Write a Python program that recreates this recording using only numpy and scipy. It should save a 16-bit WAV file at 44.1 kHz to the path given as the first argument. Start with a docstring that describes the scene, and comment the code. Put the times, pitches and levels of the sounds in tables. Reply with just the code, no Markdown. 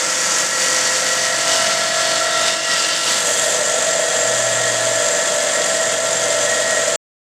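"""Wet stone saw, close by

A water-cooled diamond saw in a small workshop. Rough rim noise and grit impacts make the grinding; neighbouring
multiples of the turn rate make its throbbing drone. The rim breaks through after three seconds and spins on,
shuddering (noise through low disc modes), flinging water (random drops) against its hood over the hum and whine
of the motor (unsteady sines). The sound is switched off dead near the end.
"""
import sys
import numpy as np
from scipy import signal
from scipy.fft import rfft, irfft, next_fast_len
from scipy.io import wavfile
from scipy.ndimage import uniform_filter1d

SR = 44100
rng = np.random.default_rng(int(sys.argv[2]) if len(sys.argv) > 2 else 0)


def dump(signal):
    """Clip the signal to [-1, 1] and save it as 16-bit WAV at the path in sys.argv[1]."""
    limited = np.clip(np.atleast_2d(signal).T, -1, 1)
    pcm = np.round(limited * 32767).astype(np.int16)
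    wavfile.write(sys.argv[1], SR, pcm)


N = 318824
TIME = np.arange(N) / SR   # s
SIZE = next_fast_len(N, True)
HZ = np.maximum(np.arange(SIZE // 2 + 1) * SR / SIZE, 1)   # frequency axis of every filter

# Course of the cut
FREE_S, STOP_S = 3.25, 6.9595   # the rim is through; the sound is switched off
DEEP_FROM_S, DEEP_BY_S = 0.3, 2.26   # the rim sinks into the stone between these moments
FREE_TURNS_PER_S, SAG_TURNS_PER_S = 46.82, 0.12   # turn rate without load; its loss at full load
# how hard the hand feeds the stone, used relative to its mean over the cut: t/s, level/dB
FEED = [(0.0, -23), (0.02, -22), (0.42, -20), (0.5, -23.5), (0.62, -20), (1.44, -22), (1.5, -20),
        (1.9, -23.5), (2.0, -22), (2.36, -23.5), (2.48, -20.5), (2.6, -27), (2.74, -21), (3.03, -24),
        (3.09, -19), (3.25, -22)]
# drag of the slot on the blade, greatest in the thick middle of the stone: t/s, load/0-1
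LOAD = [(0.6, 0), (1.38, .55), (1.52, 0.97), (2.45, 0.99), (2.6, .5), (3.2, 0.09)]
# brief dips of water and blade together: start t/s, end t/s, added level/dB
DIPS = [(5.95, 6.04, -1.5)]

# Layer levels, before further changes in time:
# level in the stone/dB, level free of it/dB, added level at full load/dB, level per feed/(dB/dB)
SPRAY_LEVEL = (-23, -21.0, 0, .8)
MIST_LEVEL = (-40, -44.5, 1, 1.5)
RUSH_LEVEL = (-27, -27, 2, 1)
LOW_RING_LEVEL = (-32, -33.5, 2.5, .5)
HIGH_RING_LEVEL = (-30.5, -29, 1, 0.36)
HUM_LEVEL = (-53, -51.5, 5, 0.4)
WHINE_LEVEL = (-37.5, -36, 2, 0.1)

# Water: relative spectra of the hiss on the hood, the fine mist, and the rush in hood and tray:
# f/Hz, level per Hz/dB
SPRAY_SPECTRUM = [(1500, -18.5), (2200, -24.5), (2600, -8), (3350, -4), (4100, -6), (5500, -8), (6200, -3),
                  (7400, -0.5), (8300, -4.5), (9000, -12), (10000, -23.5), (13000, -34.5)]
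MIST_SPECTRUM = [(7000, -7.5), (9500, 5.5), (11000, -2), (12500, -5), (14000, -10.5), (15300, -27)]
RUSH_SPECTRUM = [(25, -33.5), (70, -25.5), (100, -12.5), (160, -2), (300, -1), (400, -2), (540, 6.5),
                 (800, -1.5), (960, 1), (1200, -2.5), (1500, 1.5), (2100, -0.5), (2800, -8.5)]
# bright resonances of rim and hood, relative to one another: f/Hz, half-width/Hz, level/dB
RIM_MODES = [(3300, 170, -8), (6130, 18, -5), (6610, 34, -1.5), (6750, 49, 1), (7388, 270, 0.5),
             (7800, 62, -11), (8220, 98, -5), (9090, 34, -6)]
# the slot opens and lets out a burst of water
BURST_FROM_S, BURST_TO_S, BURST_SPRAY_DB, BURST_MIST_DB = 2.974, 3.56, 1.4, 8
SPRAY_FADE_DB_PER_S = 0.22   # the spray thins slowly once the blade is free
DEEP_MIST_DB, DEEP_RUSH_DB = -3, -0.5   # a deep slot smothers the mist and quietens the rush

# Grinding: relative spectra at the start of the cut and deep in it: f/Hz, level per Hz/dB
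GRIT_SPECTRUM = [(1500, -25.5), (2300, -6), (2800, -3), (3600, -22.5), (4500, -0.5), (5500, 1.5), (6500, 3),
                 (8000, -5), (10000, -27.5)]
DEEP_GRIT_SPECTRUM = [(2000, -9), (2400, -7), (2750, 2), (3700, 3), (5400, 2), (6500, -3.5), (9000, -16),
                      (13000, -35)]
BITE_DB, BITE_PER_FEED = -24.5, 1.1   # basic level; dB per dB of feed
BITE_START_DB, BITE_SETTLE_S = 1.5, 1   # extra level at the first touch, gone after this time
DEEP_BITE_DB = 3   # a deep slot strengthens the rasp
# screeches of the rim pinched in the slot, before a common trim: start t/s, end t/s, f/Hz, level/dB
SCREECHES = [(0.0, 1.197, 5750, -37.5), (0.15, 0.5, 6400, -36), (0.0, 1.207, 6950, -32.5),
             (0.4, 1.452, 4520, -36.5), (1.42, 1.75, 2930, -33.5), (1.7, 2.3, 4400, -36),
             (2.3, 2.55, 3680, -32), (2.3, 3.0, 5400, -39.5), (2.35, 3.12, 2782, -33.5),
             (2.66, 2.998, 4800, -30), (2.68, 3.0, 3070, -37)]

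# the drone's neighbouring tones: multiple of the turn rate
DRONE_ORDERS = (11, 13, 14, 15)
# their levels, a row each: light load level/dB, full load level/dB, added in a deep slot/dB, free level/dB
DRONE = [(-36.5, -35.5, -7.5, -39.5), (-44, -39.5, -0.5, -33.5), (-37.5, -27, 1, -26),
         (-45, -31.5, 1, -40.5)]
# single drone tones howl early in the cut: multiple of the turn rate, start t/s, end t/s, added level/dB
HOWLS = [(11, 0.56, 1.3, 7), (15, 1, 1.45, 4)]
# weaker tones of the out-of-true rim: multiple of the turn rate, level while cutting/dB, free level/dB
RIM_TONES = [(4.01, -52, -57), (6.874, -48.5, -60.5), (10.02, -50.5, -42), (12, -45.5, -47.5),
             (17, -50.5, -53.5), (19.07, -55.5, -45), (22, -59.5, -59.5), (23, -47, -53.5),
             (24.15, -52, -47.5), (29.14, -45, -41.5), (33, -49.5, -55), (39.97, -53, -38),
             (44.46, -40.5, -42.5)]
SPIN_UP_S = 0.8   # from the burst on, the drone takes this long to reach its free levels

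# Steel disc: modes in two groups, relative to the group's level:
# f/Hz, half-width/Hz, level while cutting/dB, free level/dB
LOW_MODES = [(1317, 5, -4, -3.5), (1353, 6, 0, -1), (1385, 9, -8, -7)]
HIGH_MODES = [(1700, 4, -3.5, -6), (1734, 9, -13, -4.5), (1926, 5, -1.5, -10), (1900, 120, -19, -7),
              (2095, 50, -17, -15)]
# the disc sings up, most at the frequency given: f/Hz, start t/s, end t/s, added level/dB
SINGING = [(1897, 0.32, 1.36, 5.5), (1350, 1.57, 1.72, 3), (1700, 1.8, 2.1, 3.5), (1370, 2.16, 2.45, 5.5),
           (1920, 2.2, 2.4, 7), (1930, 2.67, 2.81, 8), (1350, 2.67, 2.81, 4.5), (1890, 3.7, 4.7, 2.5),
           (1735, 4.22, 5.45, 3), (1890, 5.55, 5.85, 5), (1875, 6.48, 6.85, 11)]
SINGING_REACH_HZ = 55   # sharp modes this close join in
# shudder modes of the freed blade, relative to one another: f/Hz, half-width/Hz, level/dB
SHUDDER_MODES = [(489, 3, -6), (517, 12, -11), (560, 35, -9), (587, 3, -2), (625, 28, 0), (660, 25, -6),
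                 (728, 8, -12), (776, 8, -13)]
SHUDDER_DB, SHUDDER_FADE_DB_PER_S = -25, 0.57   # level as the rim comes free; its fade

# Motor and background
HUM_HZ, WHINE_HZ = 118.5, 1891
# swells of the hum: start t/s, end t/s, added level/dB
HUM_SWELLS = [(0.9, 1.45, 3), (4.22, 5.02, 13.5), (5.8, 6.85, 4)]
# faint low rumble: t/s, level/dB
RUMBLE = [(0, -76), (4.2, -76), (4.8, -62.5), (6.9, -64)]

CUTOFF_HZ = 15400   # top of the treble that is kept


def from_db(db):
    """Decibels to gain."""
    return 10 ** (np.asarray(db) / 20)


def rms_one(x):
    """Scale to unit rms."""
    return x / np.sqrt(np.mean(x ** 2) + 1e-20)


def in_time(rows):
    """Each column of a curve table at every sample."""
    s, *columns = np.transpose(rows)
    return [np.interp(TIME, s, column) for column in columns]


def window(start, end, edge_s):
    """Rise smoothly to 1 at the start and fall back at the end."""
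    rise = np.tanh((TIME - start) / edge_s)
    fall = np.tanh((TIME - end) / edge_s)
    return 0.5 * (rise - fall)


def swells(rows, edge_s):
    """Decibels added by a table of swells."""
    return sum(db * window(start, end, edge_s) for start, end, db in rows)


def level(law, cutting, load, feed_db):
    """A layer's level in dB: one value in the stone, one free of it, changed by load and feed."""
    cut_db, free_db, load_db, per_feed = law
    return free_db + cutting * (cut_db - free_db) + load_db * load + per_feed * feed_db


def filtered(x, response):
    """Apply a frequency response given on HZ; rms 1."""
    return rms_one(irfft(rfft(x, SIZE) * response, SIZE)[:N])


def colour(x, spectrum):
    """Shape a sound by a spectrum that falls away beyond its ends; rms 1."""
    hz, level_db = np.transpose(spectrum)
    low_skirt = np.minimum(HZ / hz[0], 1) ** 2
    high_skirt = np.minimum(hz[-1] / HZ, 1) ** 4
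    shape_db = np.interp(np.log(HZ), np.log(hz), level_db)
    return filtered(x, low_skirt * high_skirt * from_db(shape_db))


def resonate(x, hz, width):
    """A resonance with steep skirts, 6 dB down one width from its centre; rms 1."""
    return filtered(x, 1 / (1 + 1j * (HZ - hz) / width) ** 2)


def drift(rate):
    """Slow chance with spread 1, fading out above the rate in Hz."""
    return filtered(rng.standard_normal(N), 1 / (1 + (HZ / rate) ** 2))


def around_rim(turns, low, high):
    """An irregular profile round the rim, met again on each turn; low to high bumps per turn, rms 1."""
    size = 4096
    bumps = np.arange(size // 2 + 1)
    phases = np.exp(2j * np.pi * rng.random(len(bumps)))
    profile = irfft(phases * ((bumps >= low) & (bumps <= high)))
    return rms_one(np.interp(turns % 1, np.arange(size) / size, profile, period=1))


def rim_texture(turns):
    """The fine roughness of the rim as it passes."""
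    return around_rim(turns, 3, 340)


def grains(per_s, spread_db):
    """Tiny impacts at random moments, a few much harder than the rest; rms 1."""
    sizes = from_db(spread_db * np.minimum(rng.exponential(1, N), 6))
    signs = rng.choice([-1, 1], N)
    struck = rng.random(N) < per_s / SR
    return rms_one(sizes * signs * struck)


def blend(repeating, fresh, share):
    """Mix what repeats each turn with what is new; share is of the power."""
    share = np.clip(share, 0, 1)
    return np.sqrt(share) * repeating + np.sqrt(1 - share) * fresh


def contact(turns, wobble_db, notch_db, flutter_db):
    """The rim presses harder once a turn, catches on its own high spots and flutters."""
    wobble = wobble_db * np.cos(2 * np.pi * turns)
    notches = notch_db * around_rim(turns, 2, 14)
    return from_db(wobble + notches + flutter_db * drift(18))


def hood(x, ripple_db):
    """Many close reflections in the steel hood comb the sound into narrow peaks and dips."""
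    knots = np.arange(0, SR / 2, 55)   # Hz
    ripple = np.interp(HZ, knots, rng.standard_normal(len(knots)))
    return filtered(x, from_db(ripple_db * ripple))


def spray(turns, cutting, spray_db, mist_db):
    """Drops flung off the rim pelt the hood; the bright modes of the rim ring once the stone lets go."""
    drops = grains(per_s=12000, spread_db=2.5)
    drops = drops * contact(turns, wobble_db=1.0, notch_db=1.5, flutter_db=0.5)
    drops = hood(drops, ripple_db=2.0)
    hiss = colour(blend(rim_texture(turns), drops, share=0.079), SPRAY_SPECTRUM)
    modes = sum(from_db(db) * resonate(drops, hz, width) for hz, width, db in RIM_MODES)
    ring = (1 - cutting) * from_db(-9.5) * rms_one(modes)
    mist = colour(drops, MIST_SPECTRUM)
    return from_db(spray_db) * (hiss + ring) + from_db(mist_db) * mist


def rush(turns, cutting, rush_db):
    """Water and vibration rumble in hood and tray, with more regular buzz while the stone rubs."""
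    buzz = around_rim(turns, 17, 340)
    shake = blend(buzz, rng.standard_normal(N), share=0.14 + 0.34 * cutting)
    return from_db(rush_db) * colour(shake, RUSH_SPECTRUM)


def screeches(chips):
    """Where the slot pinches the rim, one of its modes swells roughly out of the rasp."""
    out = 0
    for start, end, hz, level_db in SCREECHES:
        arch = 4 * (TIME - start) * (end - TIME) / (end - start) ** 2
        pinch = np.sqrt(np.clip(arch, 0, 1))
        unsteady_db = level_db - 0.5 + 2 * drift(14)   # common trim of -0.5 dB
        out = out + pinch * from_db(unsteady_db) * resonate(chips, hz, width=150)
    return out


def grinding(turns, cutting, depth, feed_db):
    """Diamonds chip the stone, partly at the same places on every turn; the rasp deepens with the slot."""
    first_touch_db = BITE_START_DB * np.maximum(1 - TIME / BITE_SETTLE_S, 0)
    bite_db = BITE_DB + first_touch_db + DEEP_BITE_DB * depth + BITE_PER_FEED * feed_db
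    chips = blend(rim_texture(turns), grains(per_s=6000, spread_db=2.5), share=0.42)
    chips = chips * contact(turns, wobble_db=1.5, notch_db=2.0, flutter_db=1.5)
    combed = hood(chips, ripple_db=2.4)
    rasp = (1 - depth) * colour(combed, GRIT_SPECTRUM) + depth * colour(combed, DEEP_GRIT_SPECTRUM)
    stone_left = np.interp(TIME, [BURST_FROM_S, FREE_S], [1, 0.3])
    return cutting * stone_left * from_db(bite_db) * rasp + screeches(chips)


def drone(turns, cutting, load, depth):
    """Neighbouring multiples of the turn rate throb once a turn; load and depth shift them upwards."""
    out = 0
    unsteady_db = 0.7 * drift(14)
    freed = np.clip((TIME - BURST_FROM_S) / SPIN_UP_S, 0, 1)
    for multiple, (light_db, full_db, deep_db, free_db) in zip(DRONE_ORDERS, DRONE):
        cut_db = light_db + load * (full_db - light_db) + depth * deep_db
        howls = [row[1:] for row in HOWLS if round(row[0]) == multiple]
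        level_db = (1 - freed) * cut_db + freed * free_db + swells(howls, edge_s=0.046)
        out = out + from_db(level_db + unsteady_db) * np.cos(2 * np.pi * multiple * turns)
    for multiple, cut_db, free_db in RIM_TONES:
        level_db = free_db + cutting * (cut_db - free_db) + 3.3 * drift(4.6)
        out = out + from_db(level_db) * np.cos(2 * np.pi * (multiple * turns + rng.random()))
    return np.sqrt(2) * out   # levels are rms


def singing(hz, width):
    """Decibels that the singing adds to a mode; distant or broad modes take little of it."""
    rows = []
    for centre, start, end, db in SINGING:
        nearness = np.exp(-((hz - centre) / SINGING_REACH_HZ) ** 2)
        rows.append((start, end, db * nearness))
    return swells(rows, edge_s=0.04) / (1 + (width / SINGING_REACH_HZ) ** 2)


def disc(cutting, low_db, high_db):
    """Rubbing keeps the steel disc ringing fairly evenly; the stone favours some modes and damps others."""
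    out = 0
    rub = rng.standard_normal(N)
    for modes, group_db in ((LOW_MODES, low_db), (HIGH_MODES, high_db)):
        for hz, width, cut_db, free_db in modes:
            ring = resonate(rub, hz, width)
            even = ring / np.sqrt(uniform_filter1d(ring ** 2, size=6000) + 0.35)   # tames its swelling
            mode_db = group_db + free_db + cutting * (cut_db - free_db) + singing(hz, width)
            out = out + from_db(mode_db) * even
    return out


def motor(hum_db, whine_db):
    """A low hum and a thin whine, both slightly unsteady."""
    hum_phase = 2 * np.pi * HUM_HZ * TIME + 0.15 * drift(5)
    hum = from_db(hum_db) * np.sin(hum_phase)
    whine_gain = from_db(whine_db + 2.2 * drift(4.7))
    whine = whine_gain * np.sin(2 * np.pi * WHINE_HZ * TIME + 0.5 * drift(3.6))
    return np.sqrt(2) * (hum + whine)   # levels are rms


def rumble():
    """A faint rumble below the motor hum: noise through a broad low resonance."""
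    return from_db(in_time(RUMBLE)[0]) * resonate(rng.standard_normal(N), 55, 35)


def shudder(cutting):
    """Out of the slot, the blade flaps in its low modes and slowly calms."""
    level_db = SHUDDER_DB - SHUDDER_FADE_DB_PER_S * (TIME - FREE_S)
    modes = sum(from_db(db) * resonate(rng.standard_normal(N), hz, width) for hz, width, db in SHUDDER_MODES)
    return (1 - cutting) * from_db(level_db) * rms_one(modes)


def scene():
    """The turning blade carries the cut; feed, load and slot depth set the levels until it is through."""
    cutting = 0.5 - 0.5 * np.tanh((TIME - FREE_S) / 0.03)   # 1 in the stone, 0 free of it
    load = cutting * np.clip(in_time(LOAD)[0], 0, 1)
    feed_db, = in_time(FEED)
    feed_db = cutting * (feed_db - np.average(feed_db, weights=cutting))
    effort = cutting, load, feed_db
    turns = np.cumsum(FREE_TURNS_PER_S - SAG_TURNS_PER_S * load) / SR
    depth = np.interp(TIME, [DEEP_FROM_S, DEEP_BY_S], [0, 1])
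    buried = depth * window(0, BURST_FROM_S, edge_s=0.04)
    burst = window(BURST_FROM_S, BURST_TO_S, edge_s=0.05)

    spray_db = level(SPRAY_LEVEL, *effort) + BURST_SPRAY_DB * burst
    spray_db = spray_db - SPRAY_FADE_DB_PER_S * np.maximum(TIME - FREE_S, 0)
    mist_db = level(MIST_LEVEL, *effort) + DEEP_MIST_DB * buried
    mist_db = mist_db + BURST_MIST_DB * burst * (1 - cutting)
    rush_db = level(RUSH_LEVEL, *effort) + DEEP_RUSH_DB * buried
    water = spray(turns, cutting, spray_db, mist_db) + rush(turns, cutting, rush_db)

    blade = grinding(turns, cutting, depth, feed_db) + drone(turns, cutting, load, depth)
    blade = blade + disc(cutting, level(LOW_RING_LEVEL, *effort), level(HIGH_RING_LEVEL, *effort))
    blade = blade + shudder(cutting)

    hum_db = level(HUM_LEVEL, *effort) + swells(HUM_SWELLS, edge_s=0.09)
    whine_db = level(WHINE_LEVEL, *effort) + singing(WHINE_HZ, width=0)
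    dips = from_db(swells(DIPS, edge_s=0.015))
    mix = dips * (water + blade) + motor(hum_db, whine_db) + rumble()
    return mix[None]   # one microphone channel


def record(dry):
    """The sound is cut off dead, and a steep low-pass removes the top of the treble."""
    cut = dry * (TIME < STOP_S) + 1e-18
    low_pass = signal.ellip(12, 0.1, 90, CUTOFF_HZ, fs=SR, output="sos")
    return signal.sosfilt(low_pass, cut)


dry = scene()
out = record(dry)
dump(out)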